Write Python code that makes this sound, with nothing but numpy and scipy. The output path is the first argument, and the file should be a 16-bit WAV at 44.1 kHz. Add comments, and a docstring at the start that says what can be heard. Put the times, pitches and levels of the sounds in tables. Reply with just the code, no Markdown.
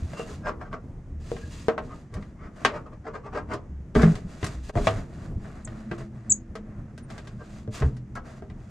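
"""Close up, someone works a screw out of a wooden track inside a cabinet.
Hands and sleeves slide, an arm thuds on the panels and the tool knocks the track into ringing, while the
thread rasps and creaks in the wood. From 2 s the blade adds light ticks; heavy bumps land at 4 to 5 s.
At about 5.5 s a low, fan-like hum joins and slowly recedes. Steel slips on steel in thin squeaks,
sharpest at 6.3 s, and a last cluster of knocks and thuds comes near 8 s."""
import sys
import numpy as np
from scipy import signal
from scipy.fft import rfft, irfft
from scipy.io import wavfile

SR = 44100
rng = np.random.default_rng(int(sys.argv[2]) if len(sys.argv) > 2 else 0)


def put_to_file(sound):
    """Save the sound as 16-bit audio at rate SR, in the file named by the first command-line argument."""
    columns = np.atleast_2d(sound).T  # one column per channel
    safe = np.clip(columns, -1, 1)
    whole_steps = np.round(safe * 32767)
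    wavfile.write(sys.argv[1], SR, whole_steps.astype(np.int16))


N = 383669
TIME = np.arange(N) / SR

# strokes of hand and sleeve: (start [s], length [s], sliding hiss [dB], chafing on wood [dB])
HAND_STROKES = [(-.15, 0.4, -54.5, -53), (0.162, 0.055, -46.5, -46), (0.237, 0.092, -51.5, -50),
                (1.178, 0.24, -51.5, -56.5), (1.471, 0.15, -49.5, -64), (1.773, 0.22, -62.5, -57),
                (2.098, 0.12, -63, -56.5), (2.503, 0.24, -60.5, -50), (3.943, 0.035, -40, -37),
                (4.007, 0.036, -42.5, -27.5), (4.053, 0.096, -51.5, -44), (4.238, 0.31, -52.5, -48.5),
                (4.61, 0.096, -50.5, -77), (4.731, 0.12, -43.5, -43.5), (4.848, 0.14, -54, -44.5),
                (4.99, 0.27, -61.5, -52.5), (5.353, 0.23, -61, -50), (5.56, 0.39, -65, -53),
                (5.977, 0.012, -51.5, -44.5), (6.097, 0.19, -67.5, -54.5), (6.35, 0.67, -80, -58.5),
                (7.072, 0.11, -60.5, -50.5), (7.237, 0.04, -61, -52), (7.33, 0.26, -59.5, -55.5),
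                (7.697, 0.11, -47.5, -53.5), (7.825, 0.026, -58, -49), (8.217, 0.12, -58.5, -49),
                (8.514, 0.22, -69.5, -60)]
# tone of sliding skin and sleeve: (frequency [Hz], level [dB])
HISS_EQ = [(500, -2.5), (1500, 1.5), (3000, 0), (5000, -1), (7500, -3), (9500, -9.5), (12000, -15.5),
           (15000, -6)]
# tone of fingers chafing wood: (frequency [Hz], level [dB])
CHAFE_EQ = [(150, -20), (330, 14), (480, 5.5), (650, 14), (900, 0.5), (1150, 6), (1900, 1.5), (2700, -12),
            (5000, -60)]
# tone of the cabinet rumbling under the leaning body: (frequency [Hz], level [dB])
RUMBLE_EQ = [(15, -26.5), (33, 6), (50, -10), (70, 3), (90, -3.5), (120, -0.5), (200, -5.5), (280, -12),
             (450, -21), (900, -31), (3000, -59.5)]
# fader ride on that rumble: (time [s], level [dB])
RUMBLE_RIDE = [(0, -40), (2.2, -42.5), (3.1, -43), (4.65, -42), (4.95, -34.5), (5.4, -39), (6.3, -45),
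               (7.2, -42), (8.7, -44)]
# room tone of still air: (frequency [Hz], level [dB])
AIR_EQ = [(100, -23.5), (650, -8.5), (900, -16.5), (1150, 2.5), (1900, 1), (2800, -9.5), (4200, -17),
          (6500, -11), (9500, -22.5), (11500, -41), (15000, -40.5)]
# reverb inside the cabinet: (frequency [Hz], t60 [s])
CABINET_DECAY = [(200, 0.95), (530, 0.22), (1400, 0.2), (3700, 0.13), (7000, 0.12), (10000, 0.063)]
# arm against the panels, and at 2.651 s the low body of the loud knock: (time [s], level [dB], panel pitch
# [Hz], time until damped [s])
ARM_THUDS = [(0.023, -26, 82.4, 0.049), (0.324, -34.5, 80, 0.063), (1.119, -33, 74, 0.16),
             (1.435, -33.5, 77.7, 0.068), (2.158, -27, 70, 0.021), (2.181, -40, 204, 0.068),
             (2.651, -36.5, 273, 0.051), (3.695, -33, 68.7, 0.17), (3.959, -13.5, 162, 0.014),
             (3.959, -19, 233, 0.09), (3.976, -20.5, 61, 0.067), (4.033, -11.5, 164.4, 0.1),
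             (4.035, -19, 214, .09), (4.247, -29, 177, 0.032), (4.43, -21, 108, 0.02),
             (4.551, -33, 62.3, 0.14), (4.758, -19.5, 108, 0.024), (4.765, -25.5, 36, 0.12),
             (4.875, -26.5, 103.5, 0.11), (5.361, -24, 66.4, 0.019), (5.915, -27, 195, 0.014),
             (7.679, -27.5, 113, 0.036), (7.811, -22.5, 133, 0.11), (7.834, -17.5, 72, 0.058),
             (7.919, -34, 123.7, 0.17)]
# tool on wood: (time [s], level [dB], brightness [Hz], spot pitch [Hz], spot t60 [s], spot mix [dB])
TOOL_KNOCKS = [(0.134, -40.5, 1500, 573, 0.19, -1.5), (0.196, -30.5, 1200, 464, 0.22, 4),
               (.47, -29.5, 1150, 994, 0.032, -5.5), (.494, -32, 1160, 1150, 0.07, 5.5),
               (0.613, -44.5, 1230, 1080, 0.048, 2), (.729, -36, 1460, 1120, 0.18, 0),
               (1.317, -27.5, 420, 469, 0.081, 7.5), (1.365, -40.5, 2800, 453, 0.14, 2),
               (1.684, -17, 1350, 458, 0.083, 4.5), (1.779, -28.5, 1140, 900, 0.053, -9),
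               (2.649, -16.5, 2600, 1098, 0.16, -7), (3.952, -24, 1880, 427, 0.11, -0.5),
               (3.961, -19, 1300, 404.4, 0.4, 0), (4.032, -21.5, 1500, 422, 0.19, -0.5),
               (4.429, -30.5, 2670, 313, .07, 1.5), (4.695, -34.5, 1330, 602, 0.035, -2.5),
               (4.755, -27.5, 690, 694, 0.5, -5), (4.772, -23.5, 930, 406, 0.17, -3),
               (4.871, -16.5, 2500, 651.5, 0.16, 1.5), (5.914, -30, 1780, 341, 0.38, 1),
               (6.554, -37, 1490, 498, 0.082, -11), (7.677, -38.5, 450, 439, 0.14, 3.5),
               (7.822, -28.5, 1310, 413, 0.3, -3), (8.156, -41.5, 1345, 1360, 0.065, 7),
               (8.423, -40.5, 745, 395, 0.12, 2.5)]
# resonances of the wooden track before damping: (pitch [Hz], level [dB], t60 [s])
TRACK_MODES = [(318, -2.5, 0.16), (412.4, -1.5, 0.27), (458, -6, 0.29), (625, 1, 0.2), (724.2, -2, 0.14),
               (840, -9.5, 0.11), (1084, -5.5, 0.16), (1188, -7, 0.22), (1259, -5, 0.14), (1593, 1, 0.11),
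               (1906, -4.5, 0.13), (2063, -1.5, 0.069)]
# thread and tool scraping in the wood: (peak time [s], level [dB], length [s])
THREAD_SCRAPES = [(0.193, -39.5, 0.051), (0.3, -43.5, 0.055), (0.478, -28.5, 0.038), (0.619, -36.5, 0.016),
                  (0.667, -46.5, 0.044), (0.738, -33, 0.023), (1.921, -42.5, 0.048), (2.168, -40.5, 0.041),
                  (2.458, -46.5, 0.076), (2.758, -31.5, 0.04), (2.865, -39.5, 0.01), (2.931, -44.5, 0.017),
                  (3.071, -31, 0.025), (3.154, -32, 0.019), (3.266, -38, 0.038), (3.334, -34.5, 0.014),
                  (3.37, -27, 0.04), (3.524, -27, 0.03), (4.006, -23.5, 0.027), (6.015, -39, 0.016),
                  (7.415, -42.5, 0.03), (7.828, -38, 0.063), (8.172, -32, 0.014)]
# tone of the rasping thread: (frequency [Hz], level [dB])
RASP_EQ = [(100, -4), (380, 3.5), (620, 5.5), (880, 3.5), (1180, 8), (1750, -3), (2500, -10), (3800, -21),
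           (5000, -18.5), (8000, -26), (15000, -61)]
# the thread creaking as it turns: (peak time [s], length [s], level [dB], pitch [Hz])
THREAD_CREAKS = [(0.197, 0.058, -49.5, 2757), (1.43, 0.036, -52.5, 1643)]
# light contacts of the blade, and at 2.65 s the bright crack of the loud knock: (time [s], level [dB],
# brightness [Hz])
BLADE_TICKS = [(2.14, -47.5, 8200), (2.225, -49, 2500), (2.65, -29, 5100), (3.536, -39, 5460),
               (4.019, -34.5, 5650), (4.154, -42, 6800), (4.443, -34, 9000), (4.465, -37, 8950),
               (5.675, -44, 2490), (6.554, -46, 6350), (6.978, -49.5, 7900), (7.102, -47, 5440),
               (7.179, -45, 5060), (7.272, -47.5, 5230), (7.967, -56, 7050), (8.153, -49, 8540),
               (8.499, -50, 2330)]
# partials of the hum: (pitch [Hz], level [dB])
HUM_TONES = [(121, -46.5), (210, -48), (232, -52), (328, -61.5)]
# fader ride on the hum: (time [s], gain [dB])
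HUM_RIDE = [(5.6, 1), (6.4, -0.5), (7.3, -4), (8.7, -9)]
# steel slipping on steel: (start [s], length [s], level [dB], starting pitch [Hz], fall [octaves])
STEEL_SLIPS = [(5.646, 0.01, -36, 9700, 0.69), (6.296, 0.012, -14.5, 7800, 0.16),
               (6.308, 0.011, -14.5, 7890, 0.028), (6.316, 0.0119, -11.5, 7500, 0.25),
               (7.02, 0.036, -62, 9960, 0.21)]


def amp(db):
    """Decibels to gain."""
    return 10 ** (np.asarray(db) / 20)


def unit(x):
    """Normalises to unit RMS."""
    return x / np.sqrt(np.mean(x ** 2) + 1e-20)


def decay(t, t60):
    """An envelope that falls 60 dB in t60 seconds."""
    return np.exp(-np.log(1000) * t / t60)


def read(points, hz):
    """A curve's value on a log-frequency axis."""
    f, value = np.transpose(points)
    return np.interp(np.log(hz + 1), np.log(f), value)


def add(mix, s, sound):
    """Lays a sound into the mix at time s."""
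    part = mix[..., max(round(s * SR), 0):][..., :sound.shape[-1]]
    part += sound[..., :part.shape[-1]]


def colour(x, eq):
    """Shapes x with an EQ curve, at unit level."""
    return unit(irfft(rfft(x) * amp(read(eq, np.fft.rfftfreq(N, 1 / SR))), N))


def cut(x, hz, kind="low", order=2):
    """Low-pass or high-pass."""
    return signal.sosfilt(signal.butter(order, hz, kind, fs=SR, output="sos"), x)


def drift(hz):
    """A random modulator of unit depth, moving at rates up to hz."""
    return unit(cut(rng.standard_normal(N), hz))


def pair(side_db):
    """Stereo noise; side_db sets the width."""
    mid, side = rng.standard_normal((2, N))
    return np.array([mid + amp(side_db) * side, mid - amp(side_db) * side])


def grains(per_s, spread_db):
    """Tiny slips of uneven size at random moments."""
    size = amp(spread_db * np.minimum(rng.exponential(1, N), 4))
    return unit(size * rng.choice([-1, 1], N) * (rng.random(N) < per_s / SR))


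def through(x, response):
    """Plays a sound through a stereo impulse response."""
    return signal.fftconvolve(x[None], response, axes=1)[:, :N]


def cabinet(wet_db, early_db=0, early_s=0.011, side_db=-6):
    """Direct sound, early reflections off the near panels, and a tail dying band by band."""
    hz, frame_s, bands = signal.stft(rng.standard_normal((2, SR // 3)), SR, nperseg=128)
    tail = signal.istft(bands * decay(frame_s, read(CABINET_DECAY, hz)[:, None]), SR)[1]
    t = np.arange(tail.shape[1]) / SR
    early = rng.standard_normal(tail.shape) ** 3 * np.exp(-t / early_s)  # cubed for spiky echoes
    mid, side = (unit(tail) + amp(early_db) * unit(early)) / np.sqrt(len(t))
    echo = amp(wet_db) * np.array([mid + amp(side_db) * side, mid - amp(side_db) * side])
    echo[:, 0] += 1  # direct sound
    return echo / np.linalg.norm(echo.mean(0))


def stroke(t, length, attack_share=0.45):
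    """A hand move swells, holds and fades; short strokes start and stop more sharply."""
    rise = np.clip(t / (attack_share * length), 0, 1)
    release_s = 0.041 + 0.07 * length
    return np.sin(np.pi / 2 * rise) ** 2 * np.exp(-np.maximum(t - length, 0) / release_s)


def hands(crackle_db=-5, flutter_db=0.5, pressure_db=2.5):
    """Skin and sleeve hiss and crackle while fingers chafe the wood with uneven pressure."""
    slide, rub = np.zeros((2, N))
    pressure = amp(pressure_db * drift(6.4))
    for start, length, hiss_db, chafe_db in HAND_STROKES:
        at = slice(max(round(start * SR), 0), round((start + length) * SR) + SR // 2)
        move = stroke(TIME[at] - start, length) * pressure[at]
        slide[at] = np.hypot(slide[at], amp(hiss_db) * move)
        rub[at] = np.hypot(rub[at], amp(chafe_db) * move)
    fibres = grains(per_s=13000, spread_db=2.5) + amp(crackle_db) * grains(per_s=250, spread_db=3)
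    hiss = colour(fibres, HISS_EQ) * slide * amp(flutter_db * drift(33))
    friction = pair(side_db=-3.5) + grains(per_s=330, spread_db=-1)
    chafe = colour(friction, CHAFE_EQ) * rub * amp(flutter_db * drift(25))
    return through(hiss, cabinet(wet_db=-10, side_db=-1)) + chafe


def rumble(sway_db=2.4):
    """The leaning body draws a low, swaying rumble from the cabinet."""
    ride_db = np.interp(TIME, *np.transpose(RUMBLE_RIDE))
    return colour(pair(side_db=-22), RUMBLE_EQ) * amp(ride_db + sway_db * drift(7.7))


def room_tone(level_db=-68):
    """A faint bed of still air."""
    return amp(level_db) * colour(pair(side_db=-5), AIR_EQ)


def thuds(attack_s=0.0013, damping=0.55, boom_db=-9, boom_s=0.063, boom_hz=230):
    """A panel swings until the arm damps it, and the whole cabinet booms with it."""
    out, t = np.zeros(N), np.arange(SR // 3) / SR
    attack = 1 - np.exp(-t / attack_s)
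    for s, db, hz, length in ARM_THUDS:
        swing = np.sqrt(2) * np.sin(2 * np.pi * hz * t) * np.maximum(1 - t / length, 0) ** damping
        boom = unit(cut(rng.standard_normal(len(t)), boom_hz, order=4)) * np.exp(-t / boom_s)
        add(out, s, amp(db) * attack * (swing + amp(boom_db) * boom))
    return out


def track_ring(t, scatter_db=4, detune=0.0235, damping=1.31):
    """The track's modes after one hit; the place of contact and the grip shift them a little."""
    ring = 0
    for hz, db, t60 in TRACK_MODES:
        gain, shift, phase = rng.standard_normal(3)
        tone = np.sin(2 * np.pi * (hz * (1 + detune * shift) * t + phase))
        ring += amp(db + scatter_db * gain) * decay(t, t60 / damping) * tone
    return ring / np.linalg.norm(ring)


def blow(bright_hz, spot_hz, spot_db, spot_t60, low_hz, modes_db, wet_db, crack_db=-31, span_s=0.022):
    """One hit rings the track and the spot it lands on; a soft contact takes off the treble."""
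    t = np.arange(SR // 3) / SR
    body = cabinet(wet_db)[:, :len(t)] + amp(modes_db) * track_ring(t)
    body = cut(body, bright_hz) + amp(crack_db) * cut(body, 2 * bright_hz, order=1)
    body = cut(body, low_hz, "high", order=4)
    sustain = amp(-15) * decay(t, 0.5 * 472 / spot_hz)  # the cabinet holds low notes longer
    punch = 1 + amp(5) * np.exp(-t / 0.003)  # the first swings stand out
    tone = np.sin(2 * np.pi * spot_hz * t + [[0.3], [-0.3]])  # phase offset for width
    spot = tone * (decay(t, spot_t60) + sustain) * punch
    hit = unit(body) + amp(spot_db) * unit(spot)
    return unit(hit) * np.sqrt(span_s / t[-1])  # as much energy as span_s at unit level


def knocks(panel_hz=229.3, panel_db=-16, panel_t60=0.37):
    """The tool strikes the wood and shakes the panel behind the track."""
    out, t = np.zeros((2, N)), np.arange(SR // 3) / SR
    panel = amp(panel_db) * np.sin(2 * np.pi * panel_hz * t) * decay(t, panel_t60)
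    for s, db, bright_hz, spot_hz, spot_t60, spot_db in TOOL_KNOCKS:
        low_hz = min(220 * spot_hz / 472, 670)  # a stiff, high-pitched spot gives less bass
        knock = blow(bright_hz, spot_hz, spot_db, spot_t60, low_hz, modes_db=-3.5, wet_db=12)
        add(out, s, amp(db) * (knock + panel))
    return out


def swell(t, s, rise, fade):
    """A smooth push that peaks at time s."""
    return 1 / np.cosh(np.clip((t - s) / np.where(t < s, rise, fade), -8, 8)) ** 2


def scrapes(modes_db=-6, attack_share=0.65):
    """The grip builds, then lets go: a swell of small slips that ring the track."""
    out, t = np.zeros((2, N)), np.arange(SR // 2) / SR
    slips = colour(grains(per_s=700, spread_db=2.5), RASP_EQ)
    for s, db, length in THREAD_SCRAPES:
        start = max(s - t[-1] / 2, 0)
        push = swell(start + t, s, attack_share * length, (1 - attack_share) * length)
        body = cabinet(wet_db=8, side_db=-7)
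        body += amp(modes_db) * track_ring(t[:body.shape[1]], damping=1.68)  # the tool damps the wood
        rasp = through(slips[int(start * SR):][:len(t)] * push, body)
        rasp *= np.linalg.norm(push) / np.linalg.norm(rasp.mean(0))  # energy follows the push
        add(out, start, amp(db) * rasp)
    return out


def creaks(jitter=0.02, rough_db=4):
    """The thread sticks and slips at an unsteady rate: a short, rough note."""
    out, waver = np.zeros(N), drift(250)
    for s, length, db, hz in THREAD_CREAKS:
        cycles = np.cumsum(hz * (1 + jitter * waver)) / SR
        out += np.sqrt(2) * amp(db) * swell(TIME, s, length / 2, length / 2) * np.sin(2 * np.pi * cycles)
    return through(out * amp(rough_db * drift(74)), cabinet(wet_db=-6))


def ticks():
    """Hard, light contacts of the blade, with a short high ring."""
    out = np.zeros((2, N))
    for s, db, bright_hz in BLADE_TICKS:
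        tick = blow(bright_hz, spot_hz=1920, spot_db=-15, spot_t60=0.08,
                    low_hz=420, modes_db=-1.5, wet_db=14)
        add(out, s, amp(db) * tick)
    return out


def hum(start_s=5.55, fade_in_s=0.071, waver_hz=7, throb_db=4.5):
    """Low wavering tones, as from a fan running nearby."""
    tones = np.zeros(N)
    for hz, db in HUM_TONES:
        throb = amp(db + throb_db * drift(6))
        cycles = np.cumsum(hz + waver_hz * drift(14)) / SR
        tones += np.sqrt(2) * throb * np.sin(2 * np.pi * cycles)
    fade_in = np.clip((TIME - start_s) / fade_in_s, 0, 1)
    return tones * fade_in * amp(np.interp(TIME, *np.transpose(HUM_RIDE)))


def squeaks(late_peak=1.2, low_hz=5900, jitter=0.011):
    """The gripping steel lets go in a thin whistle that swells, dives and rings on in the cabinet."""
    out, waver = np.zeros(N), drift(620)
    for s, length, db, hz, fall in STEEL_SLIPS:
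        progress = np.arange(0, length, 1 / SR) / length
        pitch = hz * 2 ** (-fall * progress) * (1 + jitter * waver[:len(progress)])
        arch = np.sin(np.pi * progress ** late_peak)
        add(out, s, np.sqrt(2) * amp(db) * arch * np.sin(2 * np.pi * np.cumsum(pitch) / SR))
    whistle = cut(out, low_hz, "high", order=6)
    return through(whistle, cabinet(wet_db=-11, early_db=4, early_s=0.005, side_db=-4))


def scene():
    """The tool sits slightly left; arm, hands, hum and the beds are centred."""
    tool = knocks() + ticks() + scrapes() + creaks() + squeaks()
    return tool * amp([[0.5], [-0.5]]) + thuds() + hands() + rumble() + room_tone() + hum()


def record(dry, treble_hz=10200, dip_s=4.722, dip_db=-20, edge_hz=15100):
    """A microphone with a soft top; the level dips briefly once; a steep low-pass ends the chain."""
    dip = np.exp(-((TIME - dip_s) / 0.014) ** 2)
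    heard = cut(dry, treble_hz, order=3) * amp(dip_db * dip)
    band_limit = signal.firwin(511, edge_hz, window=("kaiser", 9), fs=SR)
    return signal.oaconvolve(heard, band_limit[None], "same")


dry = scene()
out = record(dry)
put_to_file(out)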